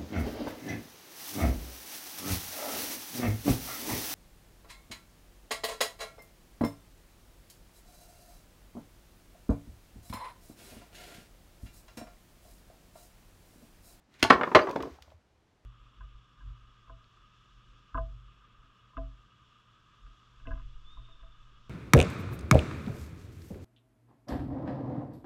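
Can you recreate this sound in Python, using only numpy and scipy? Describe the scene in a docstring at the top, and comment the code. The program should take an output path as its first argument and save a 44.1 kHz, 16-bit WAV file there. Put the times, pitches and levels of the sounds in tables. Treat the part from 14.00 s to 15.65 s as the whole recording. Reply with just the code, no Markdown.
"""A quiet yard in front of an open woodshed, one microphone close to the chopping block.
A foot shifts, an axe swishes, a log cracks open and the blade lands in the block. One half flies into
the shed, knocks against the boards, drops to the floor and rocks to rest; each knock is a dry clack
plus ringing wood modes. Splinters tick, a chip taps, the ground thuds and metal rings thinly.
The shed puts a short wooden reverberation behind the direct sound."""
import sys
import numpy as np
from scipy import signal
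from scipy.fft import rfft, irfft, next_fast_len
from scipy.io import wavfile
from scipy.ndimage import uniform_filter1d

SR = 44100
rng = np.random.default_rng(int(sys.argv[2]) if len(sys.argv) > 2 else 0)


def transcribe(u):
    """Save the signal u as a 16-bit wav file named by the first command-line argument.

    u: samples, shape (n,) or (channels, n), limited to [-1, 1]; the rate is SR.
    q: integer samples, one column per channel.
    """
    v = np.clip(np.atleast_2d(u).T, -1, 1)
    q = np.round(v * 32767).astype(np.int16)
    wavfile.write(sys.argv[1], SR, q)


N = 72765
T = np.arange(N) / SR
HIT_T = T[:SR // 2]  # time within one hit

# Spectra and modes give relative levels; spectra are per Hz.
YARD_SPECTRUM = [(15, -28.5), (25, -4), (69, 0), (173, -10.5), (457, -14), (509, -16.5), (741, -16),
                 (1080, -19.5), (1950, -24), (5880, -32.5), (13200, -48), (15500, -52.5)]  # open air all round: f/Hz, level/dB
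HISS_SPECTRUM = [(1000, 11), (3000, 1), (6000, -2.5), (9000, -13), (15500, -14)]  # faint hiss behind the clatter: f/Hz, level/dB
HISS_ENVELOPE = [(0.22, -80), (0.25, -58), (0.6, -54), (0.85, -58), (0.96, -60), (0.99, -67.5), (1.12, -67),
                 (1.2, -92)]  # its rise and fall: t/s, level/dB
SHED_SPECTRUM = [(60, -14.5), (200, -1.5), (400, 1), (1000, -1), (3000, 0), (7000, 1.5), (15000, -4)]  # colour of the reverberation: f/Hz, level/dB
SCUFF_SPECTRUM = [(80, -12), (230, 9.5), (320, -1), (500, -18), (2000, -54), (8000, -53)]  # foot on the ground: f/Hz, level/dB
LOW_THUDS = [(0.225, -12, 61), (0.238, -10.5, 105), (0.335, -14, 59.4), (0.47, -16.5, 171.9),
             (0.555, -33, 76), (0.815, -17.5, 62), (0.911, -18, 70), (1.006, -24, 66.7),
             (1.070, -27, 78), (1.139, -23.5, 80)]  # dull low thuds, mostly underfoot; the one near 0.24 s is the blade landing in the block: t/s, level/dB, f/Hz
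METAL_RINGS = [(0.551, 6150, -22.5, 0.23), (0.552, 4930, -22.5, 0.24), (0.616, 4560, -24, 0.076),
               (0.621, 4780, -24, 0.1)]  # metal in the shed: t/s, f/Hz, level/dB, t60/s

CHIP_TAPS = [(0.9860, -28, 891), (1.0785, -36, 696), (1.1187, -29.5, 681)]  # last taps of a chip: t/s, level/dB, f/Hz
CHIP_MODES = [(.72, -0.5), (.92, 8.5), (1.2, -4), (1.449, 1), (1.75, -24)]  # its hollow ring: multiple of the tap's f, level/dB
SPLINTER_TICKS = [(0.141, -38, -4), (0.196, -34, -2), (0.206, -32, -22), (0.4342, -19, -16),
                  (0.694, -25, -7), (0.7110, -23, -1.5), (0.761, -21.5, -8), (0.8250, -20, -5.5),
                  (0.9825, -57, -0.5), (1.0225, -27.5, -2.5), (1.1030, -41.5, -24)]  # bark and splinters: t/s, level/dB, crispness/dB
TICK_SPECTRUM = [(300, -28), (1500, -9), (2300, 0), (3700, -2), (6500, -9), (9000, -17.5), (15500, -17.5)]  # colour of one tick: f/Hz, level/dB
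ROCKING_ENVELOPE = [(0.60, -64), (0.63, -47), (0.70, -45), (0.745, -51), (0.765, -39.5), (0.80, -34.5),
                    (0.835, -43), (0.872, -37.5), (0.89, -50.5), (0.96, -69.5)]  # the half rocks to rest: t/s, level/dB
HUM_MODES = [(160, 49, -11.5), (285.5, 36, -2), (314.3, 24, -4.5), (366, 33, -1.5), (398.2, 40, -4.5),
             (460, 50, -4), (590, 50, -13.5), (674, 60, -12)]  # the floor humming under it: f/Hz, half-width/Hz, level/dB

# the flying half: t/s, level/dB, bass/dB, treble/dB, floor share (0 boards, 1 floor), pitch factor, t60/s
HALF_KNOCKS = [(0.3004, -7, -5, 25, 0.56, 1.1, 0.023), (0.3037, 15.5, -1.5, 13, 0.23, 1.022, 0.031),
               (0.3080, 13, 0, 6, 0.17, 0.99, 0.043), (0.3228, 10.5, -4, -6, 0, 1.03, 0.034),
               (0.3290, 1, 3, 6.5, 0.67, 1.07, 0.065), (0.352, -1, 2, -15.5, 0.55, 0.9, 0.048),
               (0.3775, -15, 0.5, -5, 0.2, 1.1, 0.023), (0.3942, -6, -4, -13, 0.48, 0.83, 0.13),
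               (0.4107, 3.5, -5, -1, 0.22, 1.033, 0.043), (0.422, -6.5, 2, -12, 0.55, 1, 0.033),
               (0.4334, 4.5, 0, -6.5, 0.04, 1.22, 0.037), (0.4728, -3.5, 2.5, -10, .4, 1, .06),
               (0.5159, -3, -1, -2, .1, 0.9, .075), (0.5484, 18, -7.5, 1, 1, 1.044, 0.054),
               (0.553, 15, -4.5, 3.5, 0.83, 1, 0.053), (0.5605, 17, -1, -6.5, .95, 1, 0.056),
               (0.5891, 3, 1.5, 4, 0.2, 1.02, 0.058), (0.6102, 0, -5, -19, .8, 1.04, 0.086),
               (0.6704, -2, -4, -7.5, 0.49, 1.105, 0.065), (0.6861, -3, -2, -13, 0.41, .95, 0.065),
               (0.7000, -10.5, 6, -3, 0.65, 0.92, 0.054), (0.729, -8.5, -2.5, -31, 0.03, 1.08, 0.049),
               (0.758, 2, -1, -8, 1, 0.79, .062), (0.8030, -11, 3, -2, 0.92, 1.02, 0.07),
               (0.831, -7.5, -2, -17.5, 0, 1.02, 0.044), (0.854, -23, 6, -5, 0.43, 1.11, 0.063)]
BOARD_SPECTRUM = [(35, -70.5), (60, -35.5), (175, -1.5), (253, -5), (420, 4), (600, -4), (829, -4.5),
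                  (910, -3), (1070, 1.5), (1170, -1), (1670, -8), (2150, -11.5), (2590, -15), (3420, -23.5),
                  (15500, -89.5)]  # clack against the boards: f/Hz, level/dB
BOARD_RING = [(180, -7.5), (276, -10), (377, -3.5), (440, -2), (815, -3.5), (985, 3.5), (1042, 5.5),
              (1320, 0.5), (1506, -2.5), (1798, -9), (2213, -12), (2790, -16.5)]  # modes of wood against the boards: f/Hz, level/dB
FLOOR_SPECTRUM = [(35, -61.5), (60, -24.5), (118, -10.5), (226, -12.5), (368, -3.5), (497, -3.5), (572, -2),
                  (1050, -12), (1150, -5), (1380, -12), (1910, -13), (2050, -14.5), (4220, -27),
                  (15500, -68)]  # clack on the floor: f/Hz, level/dB
FLOOR_RING = [(200, -15), (366, -0.5), (460, -9), (582, 7), (730, -5), (832, -1), (1043, -1.5), (1147, 3.5),
              (1770, -10), (1900, -15), (2843, -16)]  # modes of wood on the floor: f/Hz, level/dB

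SWISH_SPECTRUM = [(120, -5), (250, -0.5), (500, -10.5), (1100, -8.5), (2200, -2.5), (3200, -10.5),
                  (6300, -17.5), (14000, -31)]  # air round the axe: f/Hz, level/dB
SWISH_ENVELOPE = [(0.09, -77.5), (0.15, -62.5), (0.185, -66.5), (0.202, -52), (0.214, -58.5),
                  (0.226, -48.5), (0.235, -82.5)]  # course of the swing: t/s, level/dB
LOG_CRACKS = [(0.2274, 5, 1.5, 4.5), (0.2303, 4.5, 2.5, 0.5), (0.2345, -5.5, -6.5, -4.5),
              (0.2390, 2, -5, -0.5)]  # the blade enters and the log parts: t/s, level/dB, bass/dB, treble/dB
CRACK_SPECTRUM = [(26, -34.5), (45, -9), (106, -20), (173, -4), (318, -9.5), (506, -6.5), (888, -11.5),
                  (1110, -9.5), (1480, -8.5), (1640, -9.5), (2670, -4.5), (2940, -8), (4240, -11),
                  (15500, -35.5)]  # splitting wood: f/Hz, level/dB
LOG_RING = [(110, -5), (210, 1), (315, 3), (760, -2), (900, -5), (1445, 0.5), (2081, -2), (2800, 0.5),
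            (3155, -1), (4280, -7.5)]  # modes of the log under the blade: f/Hz, level/dB
BLOCK_RING = [(400, -7.5), (680, 0), (880, 0), (1130, -6.5), (1480, -3), (2200, -8)]  # modes of the chopping block: f/Hz, level/dB

BASS_HZ, MIDDLE_HZ, TREBLE_HZ, CRISP_HZ = 275, 850, 4000, 10075
DETUNE, DAMPING_HZ = 0.007, 4000  # relative scatter of the modes; f at which ring time is halved
CONTACT_S = 0.00066  # wood meets wood over this time
CONTACT_ONSET = 1 - np.exp(-HIT_T / CONTACT_S)


def undb(db):
    """Decibels to gain."""
    return 10 ** (np.asarray(db) / 20)


def unit(x):
    """Scale to unit energy."""
    return x / np.sqrt(np.sum(x ** 2) + 1e-18)


def fade(t60):
    """Exponential decay that loses 60 dB in t60 seconds."""
    return np.exp(-np.log(1000) * HIT_T / max(t60, 0.001))


def envelope(points, outside_db=-200):
    """Gain along (t/s, level/dB) points; outside_db=None holds the end levels."""
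    return undb(np.interp(T, *np.array(points).T, left=outside_db, right=outside_db))


def add(out, start, x):
    """Mix a sound in at its start time."""
    i = int(start * SR)
    out[i:i + len(x)] += x[:N - i]


def colour(x, points):
    """Minimum-phase filter through (f/Hz, level/dB) points on a log-frequency axis."""
    n = 2 * next_fast_len(len(x) // 2 + SR // 20)
    hz, db = np.array(points).T
    bin_hz = np.maximum(np.fft.rfftfreq(n, 1 / SR), 1)
    gain = undb(np.interp(np.log(bin_hz), np.log(hz), db))
    cepstrum = irfft(np.log(gain))
    cepstrum[1:n // 2] *= 2  # folding onto positive time makes the filter causal
    cepstrum[n // 2 + 1:] = 0
    return irfft(rfft(x, n) * np.exp(rfft(cepstrum)))[:len(x)]


def noise(spectrum):
    """Coloured noise of rms 1."""
    return unit(colour(rng.standard_normal(N), spectrum)) * np.sqrt(N)


def burst(t60, treble_t60):
    """Countless crowded modes: a white burst of unit energy whose treble dies first."""
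    n = len(HIT_T)
    hz, white = np.fft.rfftfreq(n, 1 / SR), rfft(rng.standard_normal(n))
    edges_hz = np.r_[0, np.geomspace(150, SR / 2, 15)]
    out = 0
    for lo, hi in zip(edges_hz[:-1], edges_hz[1:]):
        band = irfft(white * ((hz >= lo) & (hz < hi)), n)
        band_t60 = np.interp(np.log(hi), np.log([BASS_HZ, TREBLE_HZ]), [t60, treble_t60])
        out += np.sqrt(hi - lo) * unit(band * fade(band_t60))
    return unit(out)


def ring(modes, t60):
    """Damped modes, a little different in pitch and level at every blow; the high ones die sooner."""
    out = 0
    for k, (hz, db) in enumerate(modes):
        scatter_db, mistune = rng.standard_normal(2)
        tone = np.sin(2 * np.pi * hz * (1 + mistune * DETUNE) * HIT_T)
        decay = fade(t60 / (1 + hz / DAMPING_HZ))
        out += (-1) ** k * undb(db + scatter_db) * unit(decay * tone)
    return unit(out)


def contact(x, db, bass_db, treble_db):
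    """Strength, weight and hardness of one contact."""
    return undb(db) * colour(unit(x), [(BASS_HZ, bass_db), (MIDDLE_HZ, 0), (TREBLE_HZ, treble_db)])


def yard(db=-68):
    """The bed: steady, low outdoor noise."""
    return undb(db) * noise(YARD_SPECTRUM)


def hiss():
    """A faint hiss comes up with the chop and sinks away after the clatter."""
    return noise(HISS_SPECTRUM) * envelope(HISS_ENVELOPE, outside_db=None)


def shed_reverb(direct, db=-9, build_s=0.0055):
    """Diffuse reflections from planks and stacked wood reach the microphone after the direct sound."""
    build_up = 1 - np.exp(-(HIT_T / build_s) ** 2)
    tail = unit(burst(t60=0.3, treble_t60=0.17) * build_up)
    return undb(db) * signal.fftconvolve(direct, colour(tail, SHED_SPECTRUM))[:N]


def foot_scuff(start=0.081, length_s=0.053, db=-66):
    """A foot shifts with the swing: a soft, low scuff before the blow."""
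    progress = np.clip((T - start) / length_s, 0, 1)
    return undb(db) * noise(SCUFF_SPECTRUM) * np.sqrt(np.abs(np.sin(np.pi * progress)))


def low_thuds(attack_s=0.018):
    """Low thuds, each one low mode with a soft onset: most come through the ground, one is the blade landing in
    the block."""
    out, onset = np.zeros(N), 1 - np.exp(-HIT_T / attack_s)
    for start, db, hz in LOW_THUDS:
        add(out, start, undb(db) * unit(onset * ring([(hz, 0)], t60=0.11)))
    return out


def shaken_metal():
    """Back in the shed, the fall sets metal ringing in thin, pure tones."""
    out = np.zeros(N)
    for start, hz, db, t60 in METAL_RINGS:
        add(out, start, undb(db) * unit(fade(t60) * np.sin(2 * np.pi * hz * HIT_T)))
    return out


def chip():
    """A loose chip settles with light, hollow taps."""
    out = np.zeros(N)
    for start, db, hz in CHIP_TAPS:
        modes = [(hz * ratio, level) for ratio, level in CHIP_MODES]
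        add(out, start, undb(db) * CONTACT_ONSET * ring(modes, t60=0.038))
    return out


def splinters():
    """Bark and splinters tick in tiny bright bursts, some crisper than others."""
    out = np.zeros(N)
    for start, db, crisp_db in SPLINTER_TICKS:
        tick = unit(colour(burst(t60=0.02, treble_t60=0.016), TICK_SPECTRUM))
        add(out, start, undb(db) * colour(tick, [(TREBLE_HZ, 0), (CRISP_HZ, crisp_db)]))
    return out


def rocking_half():
    """The half rocks on its rough bark, which keeps the low modes of the floor humming."""
    hz, bumps = np.fft.rfftfreq(N, 1 / SR), rfft(rng.standard_normal(N))
    hum = 0
    for mode_hz, width_hz, db in HUM_MODES:
        resonance = 1 / (1 + 2j * (hz - mode_hz) / width_hz) ** 2
        hum += undb(db) * unit(irfft(bumps * resonance, N))
    running_rms = np.sqrt(uniform_filter1d(hum ** 2, size=SR // 25) + 1e-18)
    return hum / running_rms * envelope(ROCKING_ENVELOPE)


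def wood_knock(spectrum, modes, pitch, t60, ring_db, snap_db=-5.5):
    """Wood on wood: a hard snap and a dry clack in the colour of the surface, plus its ring."""
    spectrum = [(hz * pitch, db) for hz, db in spectrum]
    modes = [(hz * pitch, db) for hz, db in modes]
    clack = burst(t60, treble_t60=0.75 * t60)
    clack[0] += undb(snap_db)
    return unit(colour(clack, spectrum)) + undb(ring_db) * ring(modes, 1.3 * t60)


def tumbling_half():
    """Knocks on boards and floor; the end or edge that lands sets the pitch and how long it rings."""
    out = np.zeros(N)
    for start, db, bass_db, treble_db, floor_share, pitch, t60 in HALF_KNOCKS:
        boards = wood_knock(BOARD_SPECTRUM, BOARD_RING, pitch, t60, ring_db=-2.5)
        floor = wood_knock(FLOOR_SPECTRUM, FLOOR_RING, pitch, t60, ring_db=0)
        knock = CONTACT_ONSET * ((1 - floor_share) * boards + floor_share * floor)
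        add(out, start, contact(knock, db, bass_db, treble_db))
    return out


def axe(ring_db=-0.5, landing_s=0.2475, landing_db=2.5):
    """Up front, the swing swishes, the log cracks open in quick steps and the blade hits the block."""
    out = noise(SWISH_SPECTRUM) * envelope(SWISH_ENVELOPE)
    for start, db, bass_db, treble_db in LOG_CRACKS:
        crack = unit(colour(burst(t60=0.046, treble_t60=0.018), CRACK_SPECTRUM))
        log_ring = undb(ring_db) * ring(LOG_RING, t60=0.035)
        add(out, start, contact(crack + log_ring, db, bass_db, treble_db))
    block = unit(CONTACT_ONSET * ring(BLOCK_RING, t60=0.083))
    add(out, landing_s, undb(landing_db) * block)
    return out


def scene():
    """At the microphone, in mono: chop and clatter with their reverberation, over the quieter sounds."""
    wood = axe() + tumbling_half() + splinters() + chip()
    behind = hiss() + shed_reverb(wood) + rocking_half() + low_thuds() + shaken_metal()
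    return (wood + behind + foot_scuff() + yard())[None]


def record(dry, low_cut_hz=37, top_hz=16000):
    """The recorder drops the deepest bass, rounds the highest peaks and cuts the top."""
    low_cut = signal.butter(2, low_cut_hz, "high", fs=SR, output="sos")
    high_cut = signal.ellip(8, 0.2, 70, top_hz, fs=SR, output="sos")
    x = signal.sosfilt(low_cut, dry)
    rounded = x / (1 + x ** 12) ** (1 / 12)
    return signal.sosfilt(high_cut, rounded)


dry = scene()
out = record(dry)
transcribe(out)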